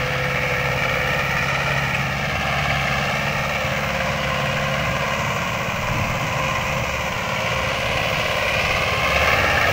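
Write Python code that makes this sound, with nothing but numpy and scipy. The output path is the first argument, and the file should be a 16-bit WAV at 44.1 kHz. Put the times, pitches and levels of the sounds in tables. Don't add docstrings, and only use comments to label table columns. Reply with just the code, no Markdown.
import sys
import numpy as np
from scipy import signal
from scipy.fft import rfft, irfft, next_fast_len
from scipy.io import wavfile
from scipy.ndimage import uniform_filter1d, map_coordinates

SR = 44100
rng = np.random.default_rng(int(sys.argv[2]) if len(sys.argv) > 2 else 0)


def field_ratio(decibels):
    return 10 ** (np.asarray(decibels, dtype=float) / 20)


def unload_wav(signal):
    wavfile.write(
        sys.argv[1],
        SR,
        np.round(np.clip(np.atleast_2d(signal).T, -1, 1) * 32767).astype(np.int16),
    )


N = 428652
TIME = np.arange(N) / SR
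HZ = np.maximum(np.fft.rfftfreq(next_fast_len(N), 1 / SR), 1)
CUTOFF_HZ = 15720


def in_time(rows):
    s, *columns = np.transpose(rows)
    return [np.interp(TIME, s, column) for column in columns]


def at_hz(points, hz, axis=1):
    points = np.array(points)
    return np.interp(np.log(hz), np.log(points[:, 0]), points[:, axis])


def rms_one(x):
    return x / np.sqrt(np.mean(x ** 2) + 1e-20)


def shaped(x, gain):
    size = next_fast_len(N)
    return irfft(rfft(x, size) * gain, size)[:N]


def drift(rate_hz):
    r = np.exp(-80 * np.pi * rate_hz / SR)
    slow = signal.lfilter([1], [1, -2 * r, r * r], rng.standard_normal(N // 40 + 2002))
    slow = slow[2000:]
    return np.interp(np.arange(N) / 40, np.arange(len(slow)), rms_one(slow))


def facing(levels_db):
    # (time [s], angle between bonnet and listener [deg])
    heading = [(0, 115), (1.2, 116), (2.1, 104), (2.7, 99), (3.6, 86.2), (4.8, 89), (5.3, 69.4), (7.3, 60),
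               (7.8, 47), (8.9, 43.4), (9.4, 31), (9.72, 33)]
    seen_from_deg = [140, 95, 68, 45, 30]
    return np.interp(-in_time(heading)[0], -np.array(seen_from_deg), levels_db)


def throb(cycle, rise=.16, spread=.12):
    cylinder_strength = [0.58, -0.66, -1.33, -1.1]
    firing = 4 * cycle
    number, part = firing.astype(int), firing % 1
    shape = np.minimum(part / rise, (1 - part) / (1 - rise)) - .5
    uneven = spread * rng.standard_normal(800)[number]
    cylinder_db = np.array(cylinder_strength)[number % 4]
    return uniform_filter1d(shape + uneven, size=40), uniform_filter1d(cylinder_db, size=120)


def habit(cycle, likeness=.88, size=2500):
    fresh = rng.standard_normal((220, size))
    rounds = signal.lfilter([1], [1, -likeness], fresh, axis=0)[30:].ravel()
    return rms_one(rounds[(cycle * size).astype(int)])


def iron(x, t60=.09, ring_db=-13):
    t = np.arange(4000) / SR
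    turn = 1.4 * drift(.8)
    rings = rng.standard_normal((2, len(t))) * field_ratio(-60 * t / t60)
    first, second = (signal.oaconvolve(x, ring / np.linalg.norm(ring))[:N] for ring in rings)
    return x + field_ratio(ring_db) * (np.cos(turn) * first + np.sin(turn) * second)


def block(cycle, near_db, patchy_db=0.5):
    # (frequency [Hz], level [dB per Hz])
    knock_colour = [(180, -8), (250, -17), (340, -14.5), (430, -7.5), (520, 2.5), (750, -0.5), (1200, -3),
                    (1700, -4.5), (2300, 1.5), (2900, -3.5), (3500, -15), (6300, -17.5), (7600, -26.5),
                    (9500, -47.5)]
    # (frequency [Hz], share [0-1])
    repeat_share = [(250, .4), (700, .48), (1200, .48), (2200, .2), (3500, .1), (8000, .04)]
    # (frequency [Hz], swell per firing [dB])
    throb_depth = [(250, 4.5), (700, 3.5), (1200, 2), (2200, 3.5), (3500, 4.5), (8000, 4)]
    # (frequency [Hz], level seen from each of the five angles [dB])
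    parts = [(300, -13, -24, -21.5, -14, -17.5), (500, -11, -11.5, -9, -6.5, -8),
             (740, -14.5, -4.5, -4.5, -4.5, -5), (1060, -18, -14, -6.5, -10, -14),
             (1560, -6.5, -6, -10, -12, -2.5), (2020, 0.5, -5.5, -4.5, -1, -4),
             (2500, -7.5, -7, -5, -5, -11), (3100, -16, -7, -8.5, -4.5, -7.5),
             (4430, -20, -16.5, -20.5, -13, -15.5), (6560, -23.5, -19, -13.5, -17, -21)]
    share, size = at_hz(repeat_share, HZ), next_fast_len(N)
    clatter = rfft(habit(cycle), size) * np.sqrt(share)
    combustion = rfft(rng.standard_normal(N), size) * np.sqrt(1 - share)
    source = (clatter + combustion) * field_ratio(at_hz(knock_colour, HZ))
    shape, cylinder_db = throb(cycle)
    together, out = drift(5.8), 0
    for octave in np.arange(7.5, 13.6, .4):
        hz = 2 ** octave
        mask = np.cos(np.pi / 2 * np.clip((np.log2(HZ) - octave) / .4, -1, 1)) ** 2
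        seen_db = near_db + facing([at_hz(parts, hz, axis=k) for k in range(1, 6)])
        level_db = seen_db - seen_db.mean() + at_hz(throb_depth, hz) * shape + cylinder_db
        level_db += patchy_db * (0.13 * together + drift(2.3))
        out = out + field_ratio(level_db) * irfft(source * mask, size)[:N]
    return field_ratio(-23.5) * rms_one(iron(out))


def rattle(cycle, loud_db, per_s=600, ring_cycles=38):
    shaken = (4 * cycle % 1 < .45) & (rng.random(N) < per_s / SR)
    strength = field_ratio(4 * np.minimum(rng.exponential(1, N), 4))
    ticks = shaken * strength * rng.choice([-1, 1], N) + 1e-18
    dealt, out = rng.integers(0, 16, N), 0
    for k, hz in enumerate(np.geomspace(1000, 3100, 16)):
        r, w = field_ratio(-60 * hz / ring_cycles / SR), 2 * np.pi * hz / SR
        out = out + signal.lfilter([0, np.sin(w)], [1, -2 * r * np.cos(w), r * r], ticks * (dealt == k))
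    return field_ratio(loud_db) * rms_one(out)


def over_soil(x, low_hz=800, high_hz=2100):
    # (time [s], echo level [dB], extra phase lag [turns])
    softness = [(0, -4, .02), (.8, 0, .02), (1.6, 0.5, .02), (2.4, 1, .02), (3.2, 1, 0.032), (3.7, -3, .08),
                (4.2, -4, 0.1), (5, 0.5, 0.09), (5.8, -2.5, 0.15), (6.6, -3, 0.15), (7.4, -3.5, 0.1),
                (8.5, -1, 0.13), (9.1, 1, 0.16), (9.72, -1.5, 0.057)]
    # (time [s], lag [ms])
    echo_lag = [(0, 2), (.72, 1.97), (1.44, 1.88), (1.8, 1.88), (2.16, 2.02), (2.88, 2.05), (3.6, 1.97),
                (3.96, 2.27), (4.68, 2.25), (5.76, 2.314), (6.12, 2.16), (6.48, 2.3), (6.84, 2.19),
                (7.2, 2.444), (7.92, 2.21), (8.28, 2.32), (8.64, 2.22), (9.72, 2)]
    echo_db, turns = in_time(softness)
    band = 1 / (1 + (low_hz / HZ) ** 6) / (1 + (HZ / high_hz) ** 3)
    lag_ms = in_time(echo_lag)[0] * (1 - turns / 3) + .015 * drift(3)
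    late = np.arange(N) - lag_ms * SR / 1000
    even, odd = (map_coordinates(shaped(x, band * q), [late], order=1, mode="nearest") for q in (1, -1j))
    angle = 2 * np.pi * turns
    return x - field_ratio(echo_db) * (np.cos(angle) * even + np.sin(angle) * odd)


def tone(cycle, multiple, wander, swell_db, locked=False):
    start = rng.random()
    if locked:
        start = 0.01193 * multiple ** 2
    phase = 2 * np.pi * (multiple * cycle + start) + wander * drift(3.0)
    return np.sqrt(2) * field_ratio(swell_db * drift(2.77)) * np.sin(phase)


def exhaust(cycle):
    # (time [s], firing tone level [dB])
    effort = [(0, -37), (.56, -39), (1.1, -38), (1.67, -37), (2.78, -35), (3.6, -42), (3.9, -34),
              (4.2, -40), (5, -35), (6.11, -49), (6.67, -32.5), (7.35, -44), (7.78, -36), (8.33, -38),
              (8.61, -35.5), (8.89, -41), (9.16, -32), (9.72, -35.5)]
    # (multiple of the cycle, rms level seen from each of the five angles [dB])
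    strong_orders = [(8, -35, -29, -37.5, -47, -52), (12, -68, -36, -39.5, -45.5, -45),
                     (7, -45.5, -42.5, -37, -39.5, -40), (16, -37, -57, -66, -55, -42.5),
                     (5, -42, -47, -44.5, -42.5, -33), (6, -35.5, -49, -47, -39, -41),
                     (9, -40, -42, -47.5, -42, -46), (10, -38.5, -40.5, -41, -44.5, -57),
                     (11, -45, -40, -49.5, -47, -49), (14, -40, -52, -59, -61, -59)]
    # (multiple of the cycle, rms level [dB])
    other_orders = [(3, -49), (13, -52), (17, -59.5), (20, -57)]
    out = field_ratio(in_time(effort)[0]) * tone(cycle, multiple=4, wander=.5, swell_db=2.2, locked=True)
    for k, *db in strong_orders:
        out += field_ratio(facing(db)) * tone(cycle, k, wander=0.91, swell_db=1.34, locked=True)
    for k, db in other_orders:
        out += field_ratio(db) * tone(cycle, k, wander=.45, swell_db=3.5)
    return out


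def gears(cycle):
    # (time [s], mesh level [dB], mesh overtone level [dB])
    mesh_swell = [(0, -32.5, -62), (1.1, -32.5, -56), (1.55, -40.5, -66), (2.05, -59, -55), (2.78, -42, -49),
                  (3.2, -39, -50), (4, -32, -39), (4.72, -36, -30.5), (5.1, -42, -36), (5.6, -43, -39),
                  (5.95, -46, -45), (6.5, -33, -29), (7, -37, -51), (7.78, -39, -31.5), (8.33, -35, -60),
                  (8.89, -33.5, -30.5), (9.3, -28.5, -28.5), (9.72, -34.5, -61)]
    # (multiple of the cycle, rms level [dB])
    gear_lines = [(32, -48), (36, -50), (40, -48), (44, -51), (63, -50), (76, -50), (79, -49)]
    mesh_db, overtone_db = in_time(mesh_swell)
    out = field_ratio(mesh_db) * tone(cycle, multiple=30, wander=.7, swell_db=1.2)
    out += field_ratio(overtone_db - 3) * tone(cycle, multiple=60, wander=1.4, swell_db=2)
    for k, db in gear_lines:
        out += field_ratio(db) * tone(cycle, k, wander=.6, swell_db=4.5)
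    return out


def hiss(cycle, near_db):
    # (frequency [Hz], level [dB per Hz])
    air_colour = [(7400, -2), (9500, -5), (11500, -4.5), (13000, 10), (14500, 7.5), (15800, 13)]
    # (time [s], top hiss level [dB])
    fan_beam = [(0.0, -52), (1.33, -47.5), (1.51, -54), (1.92, -51), (2.17, -53), (3.74, -49), (3.87, -48),
                (4.03, -53), (6.22, -49.5), (6.42, -53), (6.66, -49.5), (7.93, -54), (8.04, -47.5),
                (8.88, -51), (9.34, -44), (9.48, -48), (9.72, -43)]
    lower_hiss = [-35, -32, -35.5, -27.5, -32.5]
    middle_hiss = [-8.5, -11, -6.5, -9.5, -6.5]
    shape, cylinder_db = throb(cycle, rise=.3, spread=0.35)
    air = rng.standard_normal(N)
    colour = field_ratio(at_hz(air_colour, HZ)) * (HZ > 7500) * (HZ < CUTOFF_HZ)
    above_lower, above_middle = (np.clip((HZ - hz) / 1000, 0, 1) for hz in (11400, 13000))
    shares = 1 - above_lower, above_lower - above_middle, above_middle
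    fan_db, = in_time(fan_beam)
    calmer_db = fan_db.mean() + .6 * (fan_db - fan_db.mean())
    levels = near_db + facing(lower_hiss), calmer_db + facing(middle_hiss), fan_db
    out = 0
    for db, share in zip(levels, shares):
        pulse_db = 1.7 * shape + .6 * cylinder_db + 0.43 * drift(18)
        out = out + field_ratio(db + pulse_db) * rms_one(shaped(air, colour * share))
    return out


def clanks():
    # (time [s], peak level [dB], pitch [Hz])
    clank_events = [(0.5142, -13, 2380), (1.698, -15, 1870), (1.9455, -2, 2500), (1.957, -12, 2530),
                    (2.588, -7, 2160), (2.7018, -4, 2220), (2.8739, -6, 2130), (3.7683, -8, 2250),
                    (4.9536, -15, 2300), (9.2454, -7, 2140), (9.5741, 0, 1750), (9.6405, -2, 1790)]
    # (ratio to pitch, level [dB], t60 [s])
    steel_modes = [(1, 0, .06), (.92, -3, .06), (1.2, -7, .03), (2.05, -21, .04), (3.1, -22, .05)]
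    out, t = np.zeros(N + 8000), np.arange(8000) / SR
    for s, db, hz in clank_events:
        ring = 0
        for ratio, mode_db, t60 in steel_modes:
            ring = ring + field_ratio(db - 11.0 + mode_db - 60 * t / t60) * np.sin(2 * np.pi * hz * ratio * t)
        start = round(s * SR)
        out[start:start + len(t)] += ring * np.minimum(t / 0.0016, 1)
    return out[:N]


def thud(start_s=6, peak_db=-12, hz=98, t60=0.16):
    t = np.maximum(TIME - start_s, 0)
    return field_ratio(peak_db - 60 * t / t60) * np.minimum(t / 0.016, 1) * np.sin(2 * np.pi * hz * t)


def rumble():
    # (time [s], rise [dB], length [s])
    gusts = [(0, 17, .08), (.73, -1, 0.112), (1.3, 7, .25), (1.9, 0, .3), (3.3, 7, .3), (4.2, 8, 0.17),
             (4.57, 10, 0.12), (5, 1, .25), (5.954, 18, 0.36), (6.75, 10, .25), (7.117, 7, .1),
             (7.85, 10, 0.23), (8.25, 8, .15), (8.68, 15, 0.168), (9.1, 3, .2), (9.66, 7, .3)]
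    soil_levels = [-48, -40, -40, -41, -39]
    # (frequency [Hz], level [dB per Hz])
    soil_colour = [(40, -15), (65, -3), (110, 8), (170, 5), (230, -5.5), (300, -6)]
    gust_db = sum(db * np.exp(-((TIME - s) / length) ** 2) for s, db, length in gusts)
    wind_db = -52 + gust_db
    soil_db = facing(soil_levels) + .3 * gust_db
    wind = shaped(rng.standard_normal(N), 1 / (1 + (14 / HZ) ** 2) / (1 + (HZ / 50) ** 3))
    soil = shaped(rng.standard_normal(N), field_ratio(at_hz(soil_colour, HZ)) * (HZ > 30) * (HZ < 330))
    wind = field_ratio(wind_db + 1.5 * drift(6)) * rms_one(wind)
    return wind + field_ratio(soil_db + 3.5 + 3.2 * drift(3.9)) * rms_one(soil)


def scene():
    # (time [s], speed [engine cycles per s])
    crank_speed = [(0, 16.87), (.28, 16.85), (.6, 16.73), (1.11, 16.88), (1.67, 17.13), (2.22, 17.45),
                   (2.78, 17.5), (3.5, 17.68), (3.89, 17.62), (4.72, 17.7), (6.11, 17.65), (6.5, 17.49),
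                   (7.15, 17.71), (7.6, 17.59), (8.05, 17.62), (8.7, 17.74), (9.16, 17.62), (9.72, 17.71)]
    # (time [s], nearness as engine level [dB])
    course = [(0.0, -22), (1.81, -20.5), (1.87, -22.5), (1.95, -21), (2.11, -23.5), (2.76, -21),
              (3.36, -22.5), (5.2, -23), (5.6, -25), (6.58, -23.5), (6.98, -24.5), (9.01, -21.5),
              (9.28, -18), (9.5, -18.5), (9.69, -19), (9.72, -16)]
    cycle = np.cumsum(in_time(crank_speed)[0]) / SR
    near_db = uniform_filter1d(in_time(course)[0], size=6000, mode="nearest")
    body = block(cycle, near_db) + rattle(cycle, near_db - 16.5)
    engine = over_soil(body) + exhaust(cycle) + gears(cycle) + hiss(cycle, near_db)
    return (engine + clanks() + thud() + rumble())[None]


def low_pass(x):
    return signal.sosfilt(signal.butter(12, 17010, fs=SR, output="sos"), x)


def record(dry):
    mix = shaped(dry[0], HZ < CUTOFF_HZ)[None]
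    return low_pass(mix)


dry = scene()
out = record(dry)
unload_wav(out)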